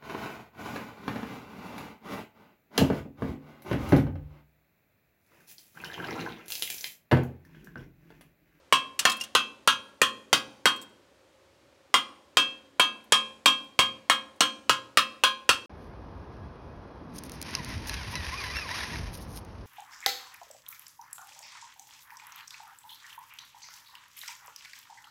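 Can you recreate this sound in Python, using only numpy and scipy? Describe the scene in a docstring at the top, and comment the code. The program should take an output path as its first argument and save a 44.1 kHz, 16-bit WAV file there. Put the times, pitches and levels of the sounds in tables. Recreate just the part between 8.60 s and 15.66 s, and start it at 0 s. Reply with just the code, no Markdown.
"""A chipping hammer knocks slag off the weld of a mitred steel pipe, close to a phone mic in a workshop.
Each blow cracks, thuds, clangs and leaves pipe and hammer ringing; where the tip lands decides which
modes speak. Early on the tip skids on the bead, and now and then flakes of slag tick down.
The room answers over a faint, distant hum and hiss; at this range the phone rounds the peaks."""
import sys
import numpy as np
from scipy import signal
from scipy.fft import rfft, irfft, next_fast_len
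from scipy.io import wavfile

SR = 44100
rng = np.random.default_rng(int(sys.argv[2]) if len(sys.argv) > 2 else 0)


def output_pcm(signal):
    """Save a mono or channel-first signal as 16-bit PCM at the path in sys.argv[1].

    Samples are clipped to [-1, 1] before scaling.
    """
    pcm = np.clip(np.atleast_2d(signal).T, -1, 1) * 32767
    wavfile.write(sys.argv[1], SR, np.round(pcm).astype(np.int16))


N = 311346

# blows on the weld: (time [s], place along it [0-1], place across it [0-1], force [dB], pipe ring [dB],
# clang pitch [Hz], clang level [dB], handle ring [dB])
HAMMER_BLOWS = [(0.1249, 0.18, 0.48, -1.5, 0.5, 1056, -21.5, -23.5),
                (0.4529, 0.92, .58, -1.5, -2, 1378, -27, -22.5),
                (0.7506, 0.19, 0.01, 0, -2, 1300, -19.5, -22.5), (1.075, .18, 0.09, 0, 3, 1326, -15.5, -32),
                (1.4165, 0.25, .46, 0.5, -1, 1277, -21.5, -37),
                (1.7294, 0.68, 0.73, 3, -3.5, 1360, -27.5, -44),
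                (2.056, 0.92, 0.54, 0.5, -1.5, 1434, -20, -32),
                (3.3412, .2, 0.87, -1.5, -1.5, 1084, -16.5, -41),
                (3.7702, 0.64, 0.07, -1, -3.5, 1275, -31.5, -20),
                (4.1965, 0.52, .15, -1.5, -2, 1034, -33.5, -22),
                (4.522, 0.79, 0.83, 2.5, 0, 1056, -26, -26), (4.8583, 0.8, 0.42, 3, 0.5, 1093, -20, -22.5),
                (5.1907, .76, 0.81, 0, -0.5, 1090, -21.5, -41),
                (5.4978, 0.76, 0.76, -1, -0.5, 1300, -20.5, -47),
                (5.8065, .36, 0.06, 1, -1, 1307, -20, -34),
                (6.0947, 0.74, 0.26, -1.5, -2.5, 1346, -20, -36),
                (6.3722, 0.38, 0.9, 1, -2.5, 1269, -16, -25), (6.6367, 0.45, .82, -.5, 2, 1498, -22, -40),
                (6.8913, 0.04, 0.05, 2.5, -8.5, 1340, -17, -27.5)]
# clear modes of the pipe: (pitch [Hz], level [dB], t60 at the usual clang [s],
# shape along the weld [half waves], shape across it [half waves], antinode offset [half waves])
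RING_MODES = [(222, -43.5, 1, 2.44, -2.51, 0.32), (277, -45, 1, 3.39, 1.53, 0.61),
              (528, -39, 0.7, 2.77, 0.03, 0.06), (1018, -25, 0.18, 3.17, 1.74, 0.05),
              (1051, -22, 0.32, 2.25, 1.35, 0.93), (1116, -23, 0.25, 0.46, -1.33, 0.44),
              (1240, -21, 0.24, 0.48, 2.61, 0.26), (1399, -27, 0.2, 3.12, 0.67, 0.59),
              (1545, -32, 0.22, 2.92, 0.28, 0.91), (1644, -24, 0.26, 2.03, -2.41, 0.12),
              (2253, -28, 0.22, 0.85, 2.55, 0.15), (2392, -36, 0.42, 3.03, 2.23, 0.66),
              (2546, -30, 0.34, 3.03, -0.5, 0.27), (3017, -27, 0.24, 2.77, -2.52, 0.34),
              (3220, -11.5, 0.28, 1.04, 2.24, 0.15), (3262, -18, 0.16, 0.8, -2.14, 0.46),
              (3378, -25, 0.21, 2.34, -1.94, 0.48), (3592, -24, 0.19, 2.64, 1.33, 0.37),
              (3836, -34, 0.28, 0.76, -1.85, 0.07), (4185, -31, 0.26, 0.95, -2.32, 0.57),
              (4603, -37, 0.2, 1.81, 0.89, 0.15), (4780, -31, 0.18, 1.56, 0.68, 0.87),
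              (6244, -33, 0.23, 0, 0.65, 0.08)]
# the tip grazing or skidding on the bead: (time [s], scratch level [dB], head ring [dB])
TIP_SKIDS = [(0.3912, -18, -21), (0.4968, -25, -42.5), (0.5173, -27, -38.5), (0.6003, -41.5, -45.5),
             (0.61, -32, -22), (0.636, -34.5, -35)]
# flakes of slag landing: (time [s], level [dB], pitch [Hz])
SLAG_FLAKES = [(0.568, -42, 10100), (2.162, -46, 8200), (2.215, -43, 8050), (2.225, -47, 8500),
               (2.292, -68, 8070), (4.441, -59, 11800), (5.044, -61, 8700), (5.7605, -65, 10200)]
# spectra of the sources and of the room's answer: (frequency [Hz], relative level [dB])
BACKGROUND_COLOUR = [(25, -34.5), (65, -8.5), (190, -21.5), (354, -12.5), (470, -16.5), (540, -6),
                     (650, -19.5), (1000, -20), (2000, -25), (3500, -27.5), (7100, -34.5), (16000, -48)]
CRACK_COLOUR = [(300, -31), (900, 1.5), (1500, -1.5), (2100, 1.5), (2900, 0), (5000, -6), (9000, -9),
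                (12000, -20.5), (16000, -25)]
SHIMMER_COLOUR = [(300, -10), (700, -8.5), (1200, 2), (2000, -3), (3000, 2), (4500, -4.5), (7000, -9.5),
                  (9500, -11.5), (12000, -21), (16000, -23.5)]
THUD_COLOUR = [(40, -45), (70, -28.5), (130, -12.5), (300, -2.5), (530, 4), (780, -1), (1500, -1.5),
               (3000, -26.5)]
SCRATCH_COLOUR = [(200, -21), (800, -18), (3000, 2.5), (7000, 4.5), (10000, -0.5), (16000, -11.5)]
ROOM_COLOUR = [(40, -10.5), (110, 6.5), (185, -1.5), (290, 6.5), (420, -3.5), (900, -6.5), (2000, -9.5),
               (5000, -7.5), (16000, -22)]
# ring times of the crowded wall modes and of the room: (frequency [Hz], t60 [s])
SHIMMER_DECAY = [(300, 0.19), (1200, .2), (3000, 0.18), (6000, 0.16), (16000, .15)]
ROOM_DECAY = [(60, 0.6), (250, 0.89), (600, .8), (1500, 0.57), (5000, 0.5), (16000, 0.95)]

TOP_HZ, RING_S = 15800, 1.2
AGE = np.arange(int(RING_S * SR)) / SR  # time since a touch [s]
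CRACK_DB, SHIMMER_DB, THUD_DB, HEAD_DB = -10.5, -19.5, -18, -14
TREBLE_DB, TREBLE_FROM_HZ, TREBLE_FULL_HZ = -0.8, 1500, 4500
# the touch of the tip detunes pipe and hammer a little at every blow [share of the pitch]
PIPE_DETUNE, HEAD_DETUNE = 0.0008, 0.005
# a harder blow thuds more; the hammer head pings along with the clang [dB per dB]
THUD_PER_FORCE, HEAD_PER_CLANG = 1.1, 0.44
# a tip that bites and clangs lingers and damps the pipe [share of t60 lost per dB above the usual]
DAMP_PER_CLANG, USUAL_CLANG_DB = 0.012, -22.5


def undb(db):
    """Decibels to gain."""
    return 10 ** (np.asarray(db) / 20)


def unit(x):
    """Scale to rms 1."""
    return x / np.sqrt(np.mean(x ** 2))


def read(points, hz):
    """Read (frequency [Hz], value) points on a log-frequency axis."""
    f, value = np.transpose(points)
    return np.interp(np.log(np.maximum(hz, 1)), np.log(f), value)


def fade(t60):
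    """Free decay, 60 dB in t60 seconds."""
    return np.exp(-np.log(1000) * AGE / t60)


def swell(rise_s):
    """Onset from 0 to 1 with time constant rise_s."""
    return 1 - np.exp(-AGE / rise_s)


def colour(x, points):
    """Minimum-phase filter through (frequency [Hz], gain [dB]) points."""
    size = next_fast_len(2 * len(x), True)
    size += size % 2
    hz = np.arange(size // 2 + 1) * SR / size
    cepstrum = irfft(np.log(undb(read(points, hz))))
    cepstrum[1:size // 2] *= 2
    cepstrum[size // 2 + 1:] = 0
    return irfft(rfft(x, size) * np.exp(rfft(cepstrum)))[:len(x)]


def noise(points, size=len(AGE)):
    """Coloured noise of rms 1."""
    white = rfft(rng.standard_normal(size))
    hz = np.arange(len(white)) * SR / size
    return unit(irfft(white * undb(read(points, hz)), size))


def burst(points, t60):
    """A short rattle of waves whose energy depends only on t60."""
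    envelope = fade(t60)
    return unit(noise(points) * envelope) * np.sqrt(np.mean(envelope ** 2))


def tone(hz, detune):
    """A sine of chance phase, a little off its pitch."""
    phase, offset = rng.random(), rng.standard_normal()
    return np.sin(2 * np.pi * (hz * (1 + detune * offset) * AGE + phase))


def tail(spectrum, t60s, count=12):
    """Countless modes dying away, each band at its own pace."""
    hz = np.arange(len(spectrum)) * SR / len(AGE)
    centres = np.geomspace(50, TOP_HZ, count)
    out = 0
    for centre, share in zip(centres, np.eye(count)):
        band = read(np.c_[centres, share], hz)
        out += irfft(spectrum * band, len(AGE)) * fade(read(t60s, centre))
    return out


def add(track, s, sound):
    """Mix a sound in at time s."""
    start = int(s * SR)
    track[start:start + len(sound)] += sound[:max(N - start, 0)]


def background(level_db=-61):
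    """Steady hum and hiss, far from the microphone."""
    return undb(level_db) * noise(BACKGROUND_COLOUR, size=N)


def crack(t60=0.022):
    """The sharp contact of tip and weld."""
    return burst(CRACK_COLOUR, t60)


def wall_modes(count=520):
    """Line spectrum of the crowded higher modes of the thin walls, the same for every blow."""
    lines = np.zeros(len(AGE) // 2 + 1)
    hz = (np.arange(count) + rng.random(count)) / count * TOP_HZ
    lines[(hz * RING_S).astype(int)] = undb(2 * rng.standard_normal(count))
    return unit(lines)


def shimmer(lines, blur=1.1):
    """A blow drives the wall modes by chance amounts; nearby surfaces blur the lines."""
    drive = rfft(noise(SHIMMER_COLOUR)) * np.hypot(lines, blur) / np.hypot(1, blur)
    return tail(drive, SHIMMER_DECAY)


def contact_ripple(ripple_db=4.5, step_hz=130):
    """Every spot on the bead favours other bands of the walls: (frequency [Hz], gain [dB])."""
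    hz = np.arange(100, TOP_HZ, step_hz)
    favour = np.clip(rng.standard_normal(300)[:len(hz)], -2, 2)
    return np.c_[hz, ripple_db * favour]


def thud(lag_s=0.002616, lag_hz=600, rattle_db=-5):
    """Bending waves run to the edge of the pipe: the lower they are, the later they arrive."""
    hz = np.maximum(np.arange(len(AGE) // 2 + 1) * SR / len(AGE), 1)
    turns = 2 * lag_s * np.sqrt(lag_hz * hz) + rng.random()
    spectrum = undb(read(THUD_COLOUR, hz)) * np.exp(-2j * np.pi * turns)
    wave = irfft(spectrum, len(AGE)) * fade(t60=0.12)
    rattle = burst(THUD_COLOUR, t60=0.027)
    return unit(wave) * np.std(rattle) + undb(rattle_db) * rattle


def clang(hz, t60=0.15, spread=0.15, count=7):
    """A cluster of quickly damped modes of the hammer itself."""
    offsets = np.linspace(-1, 1, count) + 0.15 * rng.standard_normal(count)
    pitches = hz * (1 + spread * offsets)
    modes = np.sin(2 * np.pi * (np.outer(pitches, AGE) + rng.random((count, 1))))
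    weights = np.hanning(count + 2)[1:-1]
    return unit(weights @ modes) * fade(t60) * swell(rise_s=0.00074)


def pipe_ring(along, across, sustain, node_leak=0.07):
    """Each mode is driven as far as it moves at the struck place, and swells as waves fill the pipe."""
    out = 0
    for hz, db, t60, waves_along, waves_across, offset in RING_MODES:
        shape = np.cos(np.pi * (waves_along * along + waves_across * across + offset))
        drive = undb(db) * np.sqrt(node_leak + shape ** 2)
        out += drive * fade(t60 * sustain) * tone(hz, PIPE_DETUNE)
    return out * swell(rise_s=0.0064)


def head_ring(overtone_db, t60, head_hz=2845, overtone_hz=5560):
    """The short ping of the hammer head."""
    return (tone(head_hz, HEAD_DETUNE) + undb(overtone_db) * tone(overtone_hz, HEAD_DETUNE)) * fade(t60)


def handle_ring(hz=2651, t60=0.35):
    """The steel handle takes up the blow and sings one clear tone."""
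    return tone(hz, PIPE_DETUNE) * fade(t60) * swell(rise_s=0.008)


def hammer_blows():
    """Tip on weld, close up: a crack, the thud of the walls, a clang, then pipe and hammer ring on."""
    out, lines = np.zeros(N), wall_modes()
    for s, along, across, force_db, ring_db, clang_hz, clang_db, handle_db in HAMMER_BLOWS:
        bright = undb(CRACK_DB) * crack() + undb(SHIMMER_DB) * shimmer(lines)
        bright = colour(bright, contact_ripple())
        # the shorter contact of a harder blow reaches higher
        bright = colour(bright, [(TREBLE_FROM_HZ, 0), (TREBLE_FULL_HZ, TREBLE_DB + force_db)])
        body = undb(THUD_DB + THUD_PER_FORCE * force_db) * thud() + undb(clang_db) * clang(clang_hz)
        sustain = np.exp(-DAMP_PER_CLANG * (clang_db - USUAL_CLANG_DB))
        pipe = undb(ring_db) * pipe_ring(along, across, sustain)
        head = undb(HEAD_DB + HEAD_PER_CLANG * clang_db) * head_ring(overtone_db=-15.5, t60=0.19)
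        add(out, s, bright + body + pipe + head + undb(handle_db) * handle_ring())
    return out


def workshop(x, wet_db=-13.5, build_s=0.0084):
    """Diffuse reverberation from the room around the microphone, strongest in the bass."""
    white = rfft(rng.standard_normal(len(AGE)))
    build_up = 1 - np.exp(-(AGE / build_s) ** 2)
    response = colour(tail(white, ROOM_DECAY), ROOM_COLOUR) * build_up
    response /= np.linalg.norm(fade(t60=0.4))
    return undb(wet_db) * signal.fftconvolve(x, response)[:N]


def skids(walls_db=-13, bite_s=0.00097):
    """The tip scratches over brittle slag and the head pings; a glancing touch takes a moment to bite."""
    out = np.zeros(N)
    for s, scratch_db, head_db in TIP_SKIDS:
        scratch = colour(burst(SCRATCH_COLOUR, t60=0.051), contact_ripple())
        walls = undb(walls_db) * burst(SHIMMER_COLOUR, t60=0.23)
        head = undb(head_db) * head_ring(overtone_db=-9, t60=0.068)
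        add(out, s, (undb(scratch_db) * (scratch + walls) + head) * swell(bite_s))
    return out


def flakes(t60=0.062):
    """Glassy flakes of slag tick against the steel."""
    out = np.zeros(N)
    for s, db, hz in SLAG_FLAKES:
        tick_colour = [(800, -12), (hz * 0.75, -11), (hz, 0), (hz * 1.15, -11)]
        add(out, s, undb(db) * burst(tick_colour, t60))
    return out


def scene():
    """At the microphone, in mono: the hammer close by, the workshop around it, the far background."""
    work = hammer_blows() + skids() + flakes()
    return (work + workshop(work) + background())[None]


def record(dry, low_hz=82, ceiling=0.62):
    """The phone rounds the loudest peaks and cuts the deep bass and the top."""
    rounded = dry / (1 + (dry / ceiling) ** 4) ** (1 / 4)
    low_cut = signal.butter(2, low_hz, "high", fs=SR, output="sos")
    top_cut = signal.ellip(10, 0.2, 80, TOP_HZ, fs=SR, output="sos")
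    return signal.sosfilt(top_cut, signal.sosfilt(low_cut, rounded))


dry = scene()
out = record(dry)
output_pcm(out)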